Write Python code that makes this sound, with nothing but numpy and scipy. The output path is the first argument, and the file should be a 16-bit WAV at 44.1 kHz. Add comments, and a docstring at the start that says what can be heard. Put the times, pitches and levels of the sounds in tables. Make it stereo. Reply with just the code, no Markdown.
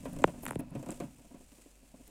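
"""Hamster paws scurry over wood shavings in a plastic cage, close to a stereo pair, then slow to light steps.
Each paw crunches shavings (random grains) and rings the cage floor (noise shaped by modes that decay).
Fine crackle and low drumming fill the gaps; shavings snap and splinter in bright noise bursts.
Hard knocks, one very sharp, reach the nearby left microphone through thin plastic, treble first.
A claw scrape, soft low swells and deep rumble join them, over faint air noise and a steady hum."""
import sys
import numpy as np
from scipy import signal
from scipy.fft import rfft, irfft
from scipy.io import wavfile
from scipy.ndimage import uniform_filter1d

SR = 44100
rng = np.random.default_rng(int(sys.argv[2]) if len(sys.argv) > 2 else 0)


def inscribe(sig):
    """Save sig as 16-bit PCM at rate SR to the path in sys.argv[1].

    A 1-D sig is mono; a 2-D sig holds one channel per row.
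    Samples are clipped to [-1, 1] before scaling.
    """
    pcm = np.round(np.clip(np.atleast_2d(sig).T, -1, 1) * 32767)
    wavfile.write(sys.argv[1], SR, pcm.astype(np.int16))


N = 92610  # 2.1 s


def amp(db):
    """Decibels to gain."""
    return 10 ** (np.asarray(db) / 20)


def unit(x):
    """Scales to rms 1."""
    return x / np.sqrt(np.mean(x ** 2) + 1e-20)


def read(points, hz, axis=1):
    """Reads a column of a table on a log-frequency axis."""
    table = np.transpose(points)
    return np.interp(np.log(hz + 1), np.log(table[0] + 1), table[axis])


def level(points):
    """Gain over time from (t/s, level/dB) points."""
    return amp(np.interp(np.arange(N) / SR, *np.transpose(points)))


def add(mix, s, sound):
    """Mixes a stereo sound in at time s."""
    part = mix[:, max(round(s * SR), 0):][:, :sound.shape[1]]
    part += sound[:, :part.shape[1]]


def sides(right_db):
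    """Gains of the left and right microphones."""
    return np.array([[1], [amp(right_db)]])


def coloured(x, colour):
    """Filters by a function from Hz to dB; the left side gets rms 1, the right keeps its balance to it."""
    size = x.shape[-1]
    hz = np.fft.rfftfreq(size, 1 / SR)
    y = irfft(rfft(x) * amp(colour(hz)), size)
    return y / np.sqrt(np.mean(y[0] ** 2) + 1e-20)


def noise_pair(size, likeness):
    """Two partly alike noises with an even spectrum."""
    a, b = irfft(np.exp(2j * np.pi * rng.random((2, size // 2 + 1))), size)
    shared = np.clip(likeness, 0, 1)
    return np.array([a, shared * a + np.sqrt(1 - shared * shared) * b])


def hump(hz, centre_hz, octaves):
    """A rounded band in dB."""
    return -20 * np.log10(1 + (np.log2((hz + 1) / centre_hz) / octaves) ** 2)


# Paw steps on the cage floor: [t/s, thump level/dB, crunch level/dB]
PAW_STEPS = [(0.003, -57.5, -60), (0.032, -51.5, -64), (0.052, -36, -51.5), (0.126, -45, -59),
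             (0.162, -42.5, -52.5), (0.187, -40.5, -50.5), (0.216, -38, -65), (0.274, -36, -51.5),
             (0.338, -46.5, -86), (0.376, -47.5, -68), (0.431, -43, -50.5), (0.477, -45.5, -44.5),
             (0.592, -34.5, -56.5), (0.718, -57, -81), (0.751, -36, -53), (0.793, -42.5, -55.5),
             (0.827, -42.5, -53.5), (0.861, -40.5, -51.5), (0.887, -34.5, -49.5), (0.915, -42.5, -49.5),
             (0.973, -53, -71), (1.001, -34, -49), (1.035, -52, -58), (1.183, -56, -61),
             (1.244, -55.5, -76), (1.307, -50, -65), (1.342, -47, -69), (1.402, -54, -68),
             (1.518, -56.5, -56.5), (1.581, -59, -71.5), (1.620, -83, -59), (1.657, -54, -61.5),
             (1.827, -58.5, -64.5), (1.938, -50, -80.5), (1.997, -52, -69.5), (2.076, -59, -56)]
CRUNCH_S, CRUNCH_GRAINS_PER_S = 0.0051, 7400  # decay time constant, mean grain rate


def paws(size=4096):
    """Each step crushes shavings and thumps the floor."""
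    out, t = np.zeros((2, N)), np.arange(size) / SR
    crush = np.minimum(t / 0.00067, 1) * np.exp(-t / CRUNCH_S)
    # makes up for the short envelope, judged over its first eighth
    crush_gain = unit(crush[:size // 8]).max()
    for s, thump_db, crunch_db in PAW_STEPS:
        add(out, s, amp(thump_db) * thump(thump_db))
        crunch = crush_gain * crush * crackle(size, CRUNCH_GRAINS_PER_S)
        add(out, s, amp(crunch_db) * crunch)
    return out


# Broad colour of the cage floor under its modes: [f/Hz, level/dB]
FLOOR_COLOUR = [(30, -6.5), (90, -3.5), (220, 3.5), (450, -4), (800, -8.5), (1400, -12.5), (2500, -18),
                (4500, -27.5), (16000, -63)]
# Time for the floor's ring to fall 60 dB: [f/Hz, t60/s]
FLOOR_DECAY = [(120, 0.13), (280, 0.13), (600, 0.12), (1500, 0.15), (6000, .09)]
CAGE_RIGHT_DB, CAGE_LIKENESS = -4.5, 0.63  # right microphone, how alike both sides are (0-1)
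STEP_RISE_S = 0.0052
# light steps sound duller: dB of treble lost per dB below a firm step
FIRM_STEP_DB, DULLING, DULL_ABOVE_HZ = -34, 0.43, 1200


def thump(db, size=16384):
    """The cage floor rings after a paw lands, each pitch band dying at its own rate."""
    dull_db = DULLING * min(db - FIRM_STEP_DB, 0)

    def colour(hz):
        treble = hz ** 4 / (hz ** 4 + DULL_ABOVE_HZ ** 4)
        return read(FLOOR_COLOUR, hz) + cage_peaks(hz) + dull_db * treble

    ring = coloured(noise_pair(size, CAGE_LIKENESS), colour)
    hz, t, z = signal.stft(ring, SR, nperseg=256)
    decay = amp(-60 * t / read(FLOOR_DECAY, hz)[:, None])
    ring = signal.istft(z * decay, SR, nperseg=256)[1]
    ring = ring * np.minimum(np.arange(size) / SR / STEP_RISE_S, 1)
    # rms 1 over the first 23 ms of each side
    return ring / ring[:, :size // 16].std(axis=1, keepdims=True) * sides(CAGE_RIGHT_DB)


# Ringing modes of the cage floor: [f/Hz, width/Hz, lift/dB]
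FLOOR_MODES = [(125.5, 7.8, 9), (170.4, 40, 8), (248.8, 39, 10.5), (290.7, 55, 12.5), (385, 53, 5),
               (556, 150, 13), (696, 45, 11.5), (965, 150, 8), (2600, 260, 7)]


def cage_peaks(hz):
    """Lift in dB from the resonant modes of the cage floor."""
    return sum(db / (1 + (2 * (hz - f) / width) ** 2) for f, width, db in FLOOR_MODES)


# Colour of crackling shavings at each microphone: [f/Hz, left level/dB, right level/dB]
SHAVINGS_COLOUR = [(300, -3, -25), (1540, -8, -5.5), (2684, -6.5, -1), (4246, -7.5, -10), (6200, -1, -13.5),
                   (7870, 4, -12), (9500, -1, 0.5), (11500, -8.5, -18.5), (14000, -5.5, -13.5),
                   (16000, -19, -22)]
GRAIN_SPREAD_DB = 2.5  # mean of the random boost per grain, before its cap


def crackle(size, per_s):
    """Tiny fractures of uneven strength, coloured by the shavings."""
    boost_db = GRAIN_SPREAD_DB * np.minimum(rng.exponential(1, size), 5)
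    grains = (rng.random(size) < per_s / SR) * amp(boost_db)

    def colour(hz):
        return np.array([read(SHAVINGS_COLOUR, hz, axis=side) for side in (1, 2)])

    return coloured(grains * rng.standard_normal((2, size)), colour)


# Fine crackle between steps, before clumping: [t/s, level/dB]
RUSTLE_LEVEL = [(0, -57.5), (.3, -56.5), (.4, -59.5), (.46, -55.5), (.55, -57.5), (.575, -72), (.73, -68),
                (.79, -59.5), (.85, -62), (.93, -53), (1.03, -58.5), (1.12, -62), (1.45, -62.5),
                (1.63, -59), (1.78, -65), (2.1, -60.5)]
# Low drumming of the floor under the moving body: [t/s, level/dB]
DRUM_LEVEL = [(0, -48.5), (.15, -43.5), (.27, -47), (.36, -48), (.5, -42.5), (.62, -48), (.7, -47.5),
              (.735, -40.5), (.8, -56), (.85, -71), (.93, -47.5), (.985, -55), (1.04, -40), (1.14, -59.5),
              (1.4, -69.5), (1.78, -69), (2.1, -64)]
# Colour of the drumming under the floor modes: [f/Hz, level/dB]
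DRUM_COLOUR = [(25, -19), (70, -11.5), (130, -3), (240, -7.5), (400, -26), (1000, -25.5), (3000, -35.5),
               (16000, -68.5)]
RUSTLE_GRAINS_PER_S, CLUMP_DB = 17000, 1.5  # mean grain rate, rms swing of the clumps


def bedding():
    """The body drags through the shavings: fine crackle in uneven clumps over a low drumming."""
    drum = coloured(noise_pair(N, CAGE_LIKENESS), lambda hz: read(DRUM_COLOUR, hz) + cage_peaks(hz))
    swing = unit(uniform_filter1d(rng.standard_normal(N), size=500))
    rustle = amp(CLUMP_DB * swing) * crackle(N, RUSTLE_GRAINS_PER_S)
    return level(RUSTLE_LEVEL) * rustle + level(DRUM_LEVEL) * drum * sides(CAGE_RIGHT_DB)


# Hard knocks by the left microphone:
# [t/s, peak level/dB, low edge f/Hz, high edge f/Hz, top f/Hz, lag at 1 kHz/ms, right side level/dB]
WALL_KNOCKS = [(0.2408, -2.5, 247, 900, 3580, 1.8, -41), (0.4546, -33, 920, 3000, 2660, 1.51, -13),
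               (0.4644, -22.5, 850, 2550, 3240, 1.92, -21), (0.5092, -19.5, 427, 1700, 2400, 1.1, -28),
               (0.5221, -35.5, 300, 1200, 3320, 1.93, -43), (0.5313, -35.5, 300, 1300, 2860, 2.01, -35),
               (0.5570, -32, 1800, 3000, 3460, 1.74, -25), (0.5569, -19.5, 140, 330, 765, 1.9, -39)]


def knocks():
    """Single hard taps send bending waves through the thin wall."""
    out = np.zeros((2, N))
    for s, db, low_hz, high_hz, top_hz, lag_ms, right_db in WALL_KNOCKS:
        add(out, s, amp(db) * chirp(low_hz, high_hz, top_hz, lag_ms) * sides(right_db))
    return out


# Ringing modes of the thin wall: [f/Hz, width/Hz, lift as added gain]
THIN_WALL_MODES = [(165, 22, 0.95), (300, 100, 0.4), (900, 260, 0.44)]
LAG_LAW, LAG_LIMIT_HZ = 0.91, 105.7  # lag grows as pitch falls, but no further below the limit
ECHO_S, ECHO_SHARE, ECHO_TOP_HZ = .0021, .33, 1500  # one reflection from the edge of the wall


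def chirp(low_hz, high_hz, top_hz, lag_ms, size=8192):
    """Bending waves run faster at high pitch, so a tap arrives as a quick falling chirp of peak 1."""
    hz = np.fft.rfftfreq(size, 1 / SR)
    low_cut = hz ** 2 / np.hypot(hz ** 2, low_hz ** 2)
    band = low_cut / (1 + (hz / high_hz) ** 2) / np.hypot(1, (hz / top_hz) ** 4)
    lag_s = lag_ms / 1000 * (1000 / np.maximum(hz, LAG_LIMIT_HZ)) ** LAG_LAW
    echo = 1 + ECHO_SHARE / (1 + (hz / ECHO_TOP_HZ) ** 2) * np.exp(-2j * np.pi * hz * ECHO_S)
    ring = 1 + sum(lift / (1 + 2j * (hz - f) / width) for f, width, lift in THIN_WALL_MODES)
    # summing the lag over frequency gives the phase that delays each pitch
    travel = np.exp(-2j * np.pi * np.cumsum(lag_s) * hz[1])
    wave = irfft(band * echo * ring * travel)[:size // 2]
    return wave / abs(wave).max()


SCRAPE_START_S, SCRAPE_LENGTH_S, SLIPS_PER_S = .473, .027, 1500
SCRAPE_DB, SCRAPE_RIGHT_DB = -43, -9


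def scrape():
    """A claw scrapes the wall: a quick run of uneven slips, each a tiny tap."""
    out, size = np.zeros((2, N)), round(SCRAPE_LENGTH_S * SR)
    slips = (rng.random(N) < SLIPS_PER_S / SR) * rng.standard_normal((2, N))
    slips = slips[:, :size] * np.hanning(size) ** .5
    tap = chirp(low_hz=594, high_hz=2680, top_hz=3900, lag_ms=1.8)
    sound = signal.fftconvolve(slips, tap[None])
    add(out, SCRAPE_START_S, amp(SCRAPE_DB) * sound / sound[0, :size].std() * sides(SCRAPE_RIGHT_DB))
    return out


# Snapping shavings: [t/s, peak level/dB, centre f/Hz, right side level/dB]
SHAVING_SNAPS = [(0.1336, -34.5, 10200, -5), (0.2208, -32.5, 8360, -25), (0.2395, -27, 7500, -33),
                 (0.454, -21.5, 10200, -28), (0.4653, -25, 8650, -29), (0.5087, -22.5, 9440, -39),
                 (0.5153, -50, 11000, -20), (0.5214, -36, 10400, -22), (0.5565, -31.5, 9100, -31),
                 (0.6060, -35, 10800, -32), (0.7072, -41.5, 10300, -24), (0.9063, -24.5, 7870, -15),
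                 (1.002, -34.5, 7760, -22), (2.0785, -42.5, 12750, -3)]
SNAP_RISE_S, SNAP_S, SNAP_OCTAVES = .0003, .0004, .24
SNAP_TAIL_S, SNAP_TAIL_DB = .002, -16


def snaps(size=1024):
    """Single shavings break with a bright tick and a short splintering tail."""
    out, t = np.zeros((2, N)), (np.arange(size) - size // 2) / SR
    after = np.maximum(t, 0)
    rise = np.exp((t - after) / SNAP_RISE_S)
    fade = rise * (np.exp(-after / SNAP_S) + amp(SNAP_TAIL_DB) * np.exp(-after / SNAP_TAIL_S))
    for s, db, centre_hz, right_db in SHAVING_SNAPS:
        burst = fade * np.sign(rng.standard_normal((2, size)))
        tick = coloured(burst, lambda hz: hump(hz, centre_hz, SNAP_OCTAVES))
        tick = tick / abs(tick).max(axis=1, keepdims=True)
        add(out, s + t[0], amp(db) * tick * sides(right_db))
    return out


# Splintering shavings, level before the swell:
# [t/s, length/s, level/dB, centre f/Hz, right side level/dB]
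SPLINTER_BURSTS = [(0.422, 0.034, -48.5, 11700, -2.5), (0.4756, 0.025, -45.5, 9400, -26),
                   (0.505, 0.0099, -49, 9800, -20), (0.5500, 0.007, -65, 10000, -12),
                   (0.5888, 0.015, -44, 10300, -28)]
SPLINTER_OCTAVES = .32


def splinters(size=4096):
    """Dense bright fractures that swell quickly and die away."""
    out, t = np.zeros((2, N)), np.arange(size) / SR
    for s, length, db, centre_hz, right_db in SPLINTER_BURSTS:
        fractures = rng.standard_normal((2, size)) * rng.exponential(1, size)
        grains = coloured(fractures, lambda hz: hump(hz, centre_hz, SPLINTER_OCTAVES))
        swell = np.sin(np.pi * np.minimum(t / length, 1) ** 0.79)
        add(out, s, amp(db) * grains * swell * sides(right_db))
    return out


# The body leans on the floor, level before the swell: [t/s, length/s, level/dB]
BODY_LEANS = [(0.125, .09, -45.5), (0.715, 0.12, -39.5)]
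LEAN_HZ, LEAN_OCTAVES = 140.2, 0.16


def leans(size=16384):
    """Slow pushes on the floor stir a narrow low band of noise in a soft swell."""
    out, t = np.zeros((2, N)), np.arange(size) / SR
    for s, length, db in BODY_LEANS:
        push = coloured(noise_pair(size, 1.0), lambda hz: hump(hz, LEAN_HZ, LEAN_OCTAVES))
        swell = np.sin(np.pi * np.minimum(t / length, 1))
        add(out, s, amp(db) * push * swell * sides(CAGE_RIGHT_DB))
    return out


# Deep rumble of movement: [t/s, level/dB]
RUMBLE_LEVEL = [(0, -53), (.2, -45), (.35, -51), (.6, -53), (.7, -59), (.95, -53.5), (1.2, -67),
                (1.45, -55), (1.6, -71.5), (2.1, -62.5)]
# Colour of the rumble: [f/Hz, level/dB]
RUMBLE_TONE = [(15, 1.5), (30, -2), (65, -1.5), (100, -8.5), (200, -27.5), (1000, -63)]


def rumble():
    """Deep, soft shaking of the cage as the animal moves: low noise, much alike on both sides."""
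    shaking = coloured(noise_pair(N, .85), lambda hz: read(RUMBLE_TONE, hz))
    return level(RUMBLE_LEVEL) * shaking * sides(right_db=-8.5)


# Colour of the still room air: [f/Hz, level/dB]
AIR_COLOUR = [(20, -4.5), (50, 0.5), (85, -21.5), (250, -10), (600, -9.5), (1400, -23.5), (2000, -24.5),
              (2600, -16), (3300, -27), (4200, -22.5), (9000, -28.5), (16000, -31.5)]
AIR_DB, AIR_RIGHT_DB, HUM_HZ, HUM_DB = -66, -1, 48, -64


def room():
    """Faint air noise and a steady low hum."""
    air = coloured(noise_pair(N, 0.23), lambda hz: read(AIR_COLOUR, hz))
    hum = np.sqrt(2) * np.sin(2 * np.pi * HUM_HZ * np.arange(N) / SR)
    return (amp(AIR_DB) * air + amp(HUM_DB) * hum) * sides(AIR_RIGHT_DB)


def scene():
    """Everything in the cage, over the room."""
    steps = paws() + bedding() + rumble()
    wall = knocks() + scrape()
    return steps + wall + splinters() + leans() + snaps() + room()


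def record(dry):
    """The recorder's band limit at 16 kHz."""
    low_pass = signal.firwin(511, 16000, window=("kaiser", 9), fs=SR)
    return signal.oaconvolve(dry, low_pass[None], "same")


dry = scene()
out = record(dry)
inscribe(out)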